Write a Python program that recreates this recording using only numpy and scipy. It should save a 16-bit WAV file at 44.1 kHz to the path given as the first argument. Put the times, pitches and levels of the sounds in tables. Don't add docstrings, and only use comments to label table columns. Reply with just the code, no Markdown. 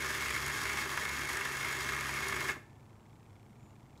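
import sys
import numpy as np
from scipy import signal
from scipy.fft import rfft, irfft
from scipy.io import wavfile
from scipy.ndimage import uniform_filter1d

SR = 44100
rng = np.random.default_rng(int(sys.argv[2]) if len(sys.argv) > 2 else 0)


def inscribe(sig):
    pcm = np.round(np.clip(np.atleast_2d(sig).T, -1, 1) * 32767)
    wavfile.write(sys.argv[1], SR, pcm.astype(np.int16))


N = 176400

STOP_S = 2.5195
# start in seconds, case level in dB, steel level in dB.
HARD_KNOCKS = [(0.098, -37, -62), (0.149, -33.5, -41), (0.214, -39, -40), (0.261, -35.5, -56),
               (0.283, -38.0, -40), (0.305, -39, -39), (0.342, -48, -44), (0.362, -33, -50),
               (0.463, -38, -34.5), (0.48, -42, -39), (0.498, -34, -44), (0.614, -41, -55),
               (0.654, -35.5, -49), (0.692, -37, -43), (0.73, -47.5, -39), (0.771, -31.5, -47),
               (0.786, -35, -53.5), (0.815, -36.0, -46), (0.975, -29, -39), (1.012, -41.5, -45),
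               (1.051, -39, -41.0), (1.092, -37.5, -38.5), (1.291, -36, -39), (1.331, -50, -40.5),
               (1.371, -35, -38), (1.41, -33.5, -46), (1.453, -32.5, -37), (1.647, -33.5, -41),
               (1.727, -39, -39.5), (1.808, -36, -39.5), (1.89, -31, -39.5), (1.934, -35, -43),
               (2.009, -37.0, -41), (2.09, -34.5, -44), (2.139, -39, -41.5), (2.284, -44, -35),
               (2.324, -33, -47), (2.364, -33.5, -42), (2.406, -41, -38.5)]
# start in seconds, then case, steel and thud levels in dB.
CATCH_HITS = [(2.493, -31, -50, -44), (2.499, -32, -40, -42), (2.557, -43.5, -66, -54),
              (2.566, -62, -76, -43.5)]


def from_db(db):
    return 10 ** (np.asarray(db) / 20)


def rms_one(x):
    return x / np.sqrt(np.mean(x ** 2) + 1e-20)


def seconds():
    return np.arange(N) / SR


def follow(curve):
    return np.interp(seconds(), *np.transpose(curve))


def turns(curve):
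    return np.cumsum(follow(curve)) / SR


def drift(rate):
    return np.interp(seconds() * rate, np.arange(400), rng.standard_normal(400))


def body(x, spectrum, modes=()):
    size = 2 * N
    hz = np.maximum(np.arange(N + 1) * SR / size, 1)
    points, db = np.transpose(spectrum)
    gain = from_db(np.interp(np.log(hz), np.log(points), db))
    for centre, width, lift_db in modes:
        gain *= np.sqrt(1 + (from_db(lift_db) ** 2 - 1) / (1 + (2 * (hz - centre) / width) ** 2))
    cepstrum = irfft(np.log(rms_one(gain)))
    causal = np.r_[cepstrum[0], 2 * cepstrum[1:N]]
    return irfft(rfft(x, size) * np.exp(rfft(causal, size)))[:N]


def ringing_noise(hz, width_hz):
    radius, angle = np.exp(-np.pi * width_hz / SR), 2 * np.pi * hz / SR
    poles = [1, -2 * radius * np.cos(angle), radius ** 2]
    return rms_one(signal.lfilter([1, 0, -1], poles, rng.standard_normal(N)))


def impulses(starts, heights):
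    return np.bincount((np.abs(starts) * SR).astype(int), heights, N)[:N]


def contact_power(starts, db, decay_s):
    hits = impulses(starts, from_db(db) ** 2)
    return signal.lfilter([1], [1, -np.exp(-1 / (decay_s * SR))], hits + 1e-18)


def chatter(power):
    return np.sqrt(power) * rng.standard_normal(N)


def running(run_down_s=.024):
    return np.exp(-np.maximum(seconds() - STOP_S, 0) / run_down_s)


def room_tone():
    # frequency in Hz, relative level in dB.
    air_colour = [(25, -13), (45, -11.5), (70, 0.5), (115, -1.5), (160, -3.5), (210, -11.5), (330, -6.5),
                  (500, -15.5), (900, -13.5), (1400, -22), (2200, -30.5), (4500, -36.5), (8000, -37.5),
                  (15500, -43.5)]
    # pitch in Hz, level in dB.
    drones = [(107.7, -62.5), (134.6, -68.5), (209.9, -69), (236.9, -72.5)]
    # centre in Hz, width in Hz, level in dB.
    whines = [(5560, 90, -93), (6470, 70, -92), (7420, 80, -87.5), (8330, 70, -94)]
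    bed = from_db(-59) * body(rng.standard_normal(N), air_colour)
    for hz, db in drones:
        level = from_db(db + 3 * drift(12))
        bed += level * rms_one(np.sin(2 * np.pi * hz * seconds() + 1.65 * drift(13)))
    return bed + sum(from_db(db) * ringing_noise(hz, width) for hz, width, db in whines)


def soft_bumps():
    # start in seconds, level in dB.
    bumps = [(3.162, -63), (3.229, -66), (3.495, -52.5), (3.631, -52), (3.727, -61), (3.83, -55),
             (3.948, -52)]
    # frequency in Hz, relative level in dB.
    colour = [(30, -24), (70, -5), (120, -2), (230, -6), (400, -20), (1500, -55)]
    return body(chatter(contact_power(*np.transpose(bumps), decay_s=.011)), colour)


def tiny_click():
    # frequency in Hz, relative level in dB.
    colour = [(2500, -20), (4100, -2), (5500, -10), (7000, -10), (10000, -22)]
    return body(chatter(contact_power(starts=[3.976], db=[-63], decay_s=.0045)), colour)


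def whistle():
    # time in seconds, pitch in Hz.
    slide = [(3.555, 6400), (3.6, 7000), (3.68, 7000), (3.765, 7170)]
    start, end = slide[0][0], slide[-1][0]
    swell = np.sin(np.pi * np.clip((seconds() - start) / (end - start), 0, 1))
    return from_db(-76.5) * swell * np.sin(2 * np.pi * turns(slide) + drift(90))


def electrical_ticks():
    # start of a tick within the pattern, in seconds.
    pattern = [.0057, .0295, .0557, .0635, .0963]
    # frequency in Hz, relative level in dB.
    colour = [(1200, -30), (2100, 3.5), (2900, -7), (3500, -9.5), (5000, -11.5), (9000, -22), (15000, -33)]
    # centre in Hz, width in Hz, lift in dB.
    modes = [(2300, 500, 1.5), (3400, 350, 6)]
    period_s, pulse_hz = .1, 1136
    ticks = (np.arange(0, N / SR, period_s)[:, None] + pattern).ravel()
    offsets = (np.arange(3) + rng.uniform(-.2, .2, (len(ticks), 3))) / pulse_hz
    starts = (ticks[:, None] + offsets).ravel()
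    pulses = impulses(starts, 1 + .22 * rng.standard_normal(len(starts)))
    return from_db(-51) * body(pulses, colour, modes)


def reflections(x, t60_s=.36, level_db=-11.5):
    t = seconds()
    tail = rng.standard_normal(N) * np.exp(-np.log(1000) * t / t60_s) * (t > .004)
    return from_db(level_db) * signal.fftconvolve(x, tail / np.sqrt(np.sum(tail ** 2)))[:N]


def governor():
    # time in seconds, blade rate in Hz.
    blade_rate = [(0.0, 142.2), (0.23, 139.7), (0.38, 139.6), (0.71, 140.3), (0.83, 136.4), (1.05, 137.6),
                  (1.2, 141.2), (1.45, 136.4), (2.05, 136.5), (2.26, 141.5), (2.37, 137.7), (2.5, 136.8)]
    # multiple of the turning rate, level in dB.
    harmonics = [(1, -56.5), (2, -54.5), (3, -64), (7, -67)]
    # time in seconds, trims in dB for odd and for even harmonics.
    balance = [(0, 1, 1), (.3, 3.5, -3.5), (.5, 0, 4.5), (.75, 5, -5), (.85, -2.5, 3), (1.13, 4.5, -2),
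               (1.22, 0, -1.5), (1.65, -6.5, 1.5), (1.85, -0.5, 2), (2.16, 1, 3), (2.29, -2, -4),
               (2.45, -1, 3)]
    times, odd_db, even_db = np.transpose(balance)
    angle = np.pi * turns(blade_rate)
    hum = np.zeros(N)
    for multiple, db in harmonics:
        trim_db = np.interp(seconds(), times, odd_db if multiple % 2 else even_db)
        level = from_db(db + trim_db + 1.3 * drift(10.25))
        phase = multiple * angle + 2 * np.pi * rng.random() + .25 * drift(41)
        hum += level * rms_one(np.sin(phase))
    return hum * running(run_down_s=.062)


def gear_whirr(flutter_rad=1.3):
    # time in seconds, pitch in Hz, level in dB.
    note = [(0, 392.4, -65), (.2, 393.5, -53.5), (.55, 389, -72), (.8, 395.3, -56), (1.2, 375.1, -61),
            (1.38, 388, -50.5), (1.6, 378, -66), (1.8, 395.4, -50), (2.05, 386.5, -65), (2.3, 390, -50.5),
            (2.42, 368, -52.5), (2.5, 367.7, -49.5)]
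    times, hz, db = np.transpose(note)
    level = from_db(follow(np.c_[times, db])) * running()
    phase = 2 * np.pi * turns(np.c_[times, hz]) + flutter_rad * drift(60)
    return level * np.sqrt(2) * np.sin(phase)


def spring():
    # pitch in Hz, level in dB, seconds to fall by 60 dB.
    modes = [(1766, -60.5, 1.1), (2304, -70, .6)]
    age = np.maximum(seconds() - STOP_S, 0)
    return sum(from_db(db - 60 * age / t60) * np.sqrt(2) * np.sin(2 * np.pi * hz * age)
               for hz, db, t60 in modes)


def plate_ring(power, hz, width_hz):
    stored = signal.lfilter([1], [1, -np.exp(-2 * np.pi * width_hz / SR)], power)
    ring = ringing_noise(hz, width_hz)
    ring /= np.sqrt(uniform_filter1d(ring ** 2, int(.012 * SR)) + 1e-9)
    return np.sqrt(stored / stored[:N // 2].mean()) * ring


def plates(power):
    # centre in Hz, width in Hz, level in dB.
    modes = [(1206, 65, -52.5), (1650, 71, -48.5), (1777, 47, -51.5)]
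    # time in seconds, level in dB.
    cover_level = [(0, -45), (.15, -48), (.23, -42), (.37, -40), (.41, -57), (.47, -46), (.62, -48),
                   (.66, -40.5), (.8, -42), (1.0, -64), (1.05, -44), (1.29, -44), (1.34, -53), (1.45, -49),
                   (1.52, -54), (1.7, -40), (1.82, -51), (1.92, -44), (2.08, -42.5), (2.18, -41.5),
                   (2.5, -46)]
    quiet = sum(from_db(db - 3.5 * np.tanh(drift(13))) * plate_ring(power, hz, width)
                for hz, width, db in modes)
    cover_db = follow(cover_level) + 2 * (np.tanh(drift(40.05)) - .5)
    return quiet + from_db(cover_db) * plate_ring(power, hz=2175, width_hz=105)


def gear_rattle(teeth_per_s=420, spread_db=2):
    late, force = rng.standard_normal((3000, 2)).T
    starts = (np.arange(len(late)) + .34 * late) / teeth_per_s
    power = contact_power(starts, spread_db * np.minimum(force, 2), decay_s=.0026)
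    return power / power[:N // 2].mean() * running() ** 2


def claw_contacts(jitter_s=.0022, spread_db=1.2):
    # time in seconds, frames per second.
    frame_rate = [(0, 25.15), (.5, 25.15), (.62, 26.1), (.75, 25.15)]
    # place in the cycle from 0 to 1, case and steel levels in dB.
    cycle = [(0.032, -41, -45.5), (0.349, -56, -47), (0.452, -39.5, -45), (0.538, -49, -50),
             (0.68, -39, -67), (0.808, -60, -66)]
    frames = turns(frame_rate) - .11
    hits = []
    for place, case_db, steel_db in cycle:
        starts = np.interp(np.arange(int(frames[-1])) + place, frames, seconds())
        late, force, on_case, on_steel = rng.uniform(-1, 1, (len(starts), 4)).T
        hits.append(np.c_[starts + jitter_s * late,
                          case_db + spread_db * np.minimum(force + on_case, 1),
                          steel_db + spread_db * np.minimum(force + on_steel, 1)])
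    hits = np.vstack(hits)
    return hits[hits[:, 0] < STOP_S]


def steel_parts(starts, db, teeth):
    # frequency in Hz, relative level in dB.
    steel_colour = [(900, -16.5), (2500, -11.5), (3300, 3), (4000, -1.5), (5000, 1), (6300, -1.5),
                    (7400, -9), (11500, -9), (12700, -10.5), (15500, -14)]
    # frequency in Hz, relative level in dB.
    tip_colour = [(2000, -39), (5000, -11), (7800, 12.5), (11500, 10.5), (12700, 8), (15500, -33)]
    # centre in Hz, width in Hz, lift in dB.
    modes = [(3240, 82, 3.9), (5430, 27, 1.4), (6793, 154, 9.4), (7810, 520, 5.9), (9400, 240, 6.5),
             (11200, 640, 4.2)]
    # time in seconds, trim in dB.
    trim = [(0, 1.2), (.45, 0.5), (1.0, -0.2), (1.6, -0.5), (2.1, -1), (2.5, -1)]
    tooth_power = teeth * from_db(-46) ** 2 * running() ** .67
    buzz = chatter(contact_power(starts, db, decay_s=.0017) + tooth_power)
    buzz *= from_db(follow(trim) + drift(26.89))
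    buzz *= rms_one(from_db(rng.standard_normal(N)))
    tip = chatter(contact_power(starts, db - 3, decay_s=.00091))
    tip *= from_db(-2.5 * np.tanh(drift(24.5)))
    return body(buzz, steel_colour, modes) + body(tip, tip_colour, modes)


def housing_thud(teeth):
    # frequency in Hz, relative level in dB.
    colour = [(25, -54), (55, 6.5), (100, 1.5), (170, -5), (260, 2.5), (400, 2.5), (480, -6.5), (900, -11),
              (3000, -22), (12000, -52)]
    # centre in Hz, width in Hz, lift in dB.
    modes = [(394, 41, 6.6), (484, 13, 8.2), (614, 23, 13.6)]
    starts, _, _, db = np.transpose(CATCH_HITS)
    power = contact_power(starts, db, decay_s=.0047) + teeth * from_db(-50.5) ** 2
    return body(chatter(power), colour, modes)


def case_clatter(power, strike_db=10):
    # frequency in Hz, relative level in dB.
    colour = [(200, -45), (500, -14), (750, -8.5), (1020, 1), (1400, 0.5), (1900, -2), (2300, -5.5),
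              (2700, -10), (4000, -16), (9000, -40.5)]
    # centre in Hz, width in Hz, lift in dB.
    modes = [(826, 52, 4), (1107, 140, 2.5), (1300, 160, 1.5), (1757, 165, 7.5), (1970, 37, 4.5),
             (2160, 43, 14.5), (2434, 66, 5), (2694, 59, 11.5)]
    starts, db = np.transpose([hit[:2] for hit in HARD_KNOCKS + CATCH_HITS])
    strikes = impulses(starts, from_db(db + strike_db))
    return body(chatter(power) + strikes, colour, modes)


def mechanism():
    teeth = gear_rattle()
    hits = np.vstack([claw_contacts(), HARD_KNOCKS, np.array(CATCH_HITS)[:, :3]])
    starts, case_db, steel_db = hits.T
    case_power = contact_power(starts, case_db, decay_s=.0032) + teeth * from_db(-42) ** 2
    return (case_clatter(case_power) + steel_parts(starts, steel_db, teeth) + housing_thud(teeth)
            + plates(case_power) + spring())


def scene():
    clatter = mechanism()
    camera = clatter + reflections(clatter) + governor() + gear_whirr()
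    background = room_tone() + soft_bumps() + tiny_click() + whistle() + electrical_ticks()
    return (camera + background)[None]


def record(dry, cutoff_hz=15600):
    return signal.sosfilt(signal.ellip(12, .1, 80, cutoff_hz, fs=SR, output="sos"), dry)


dry = scene()
out = record(dry)
inscribe(out)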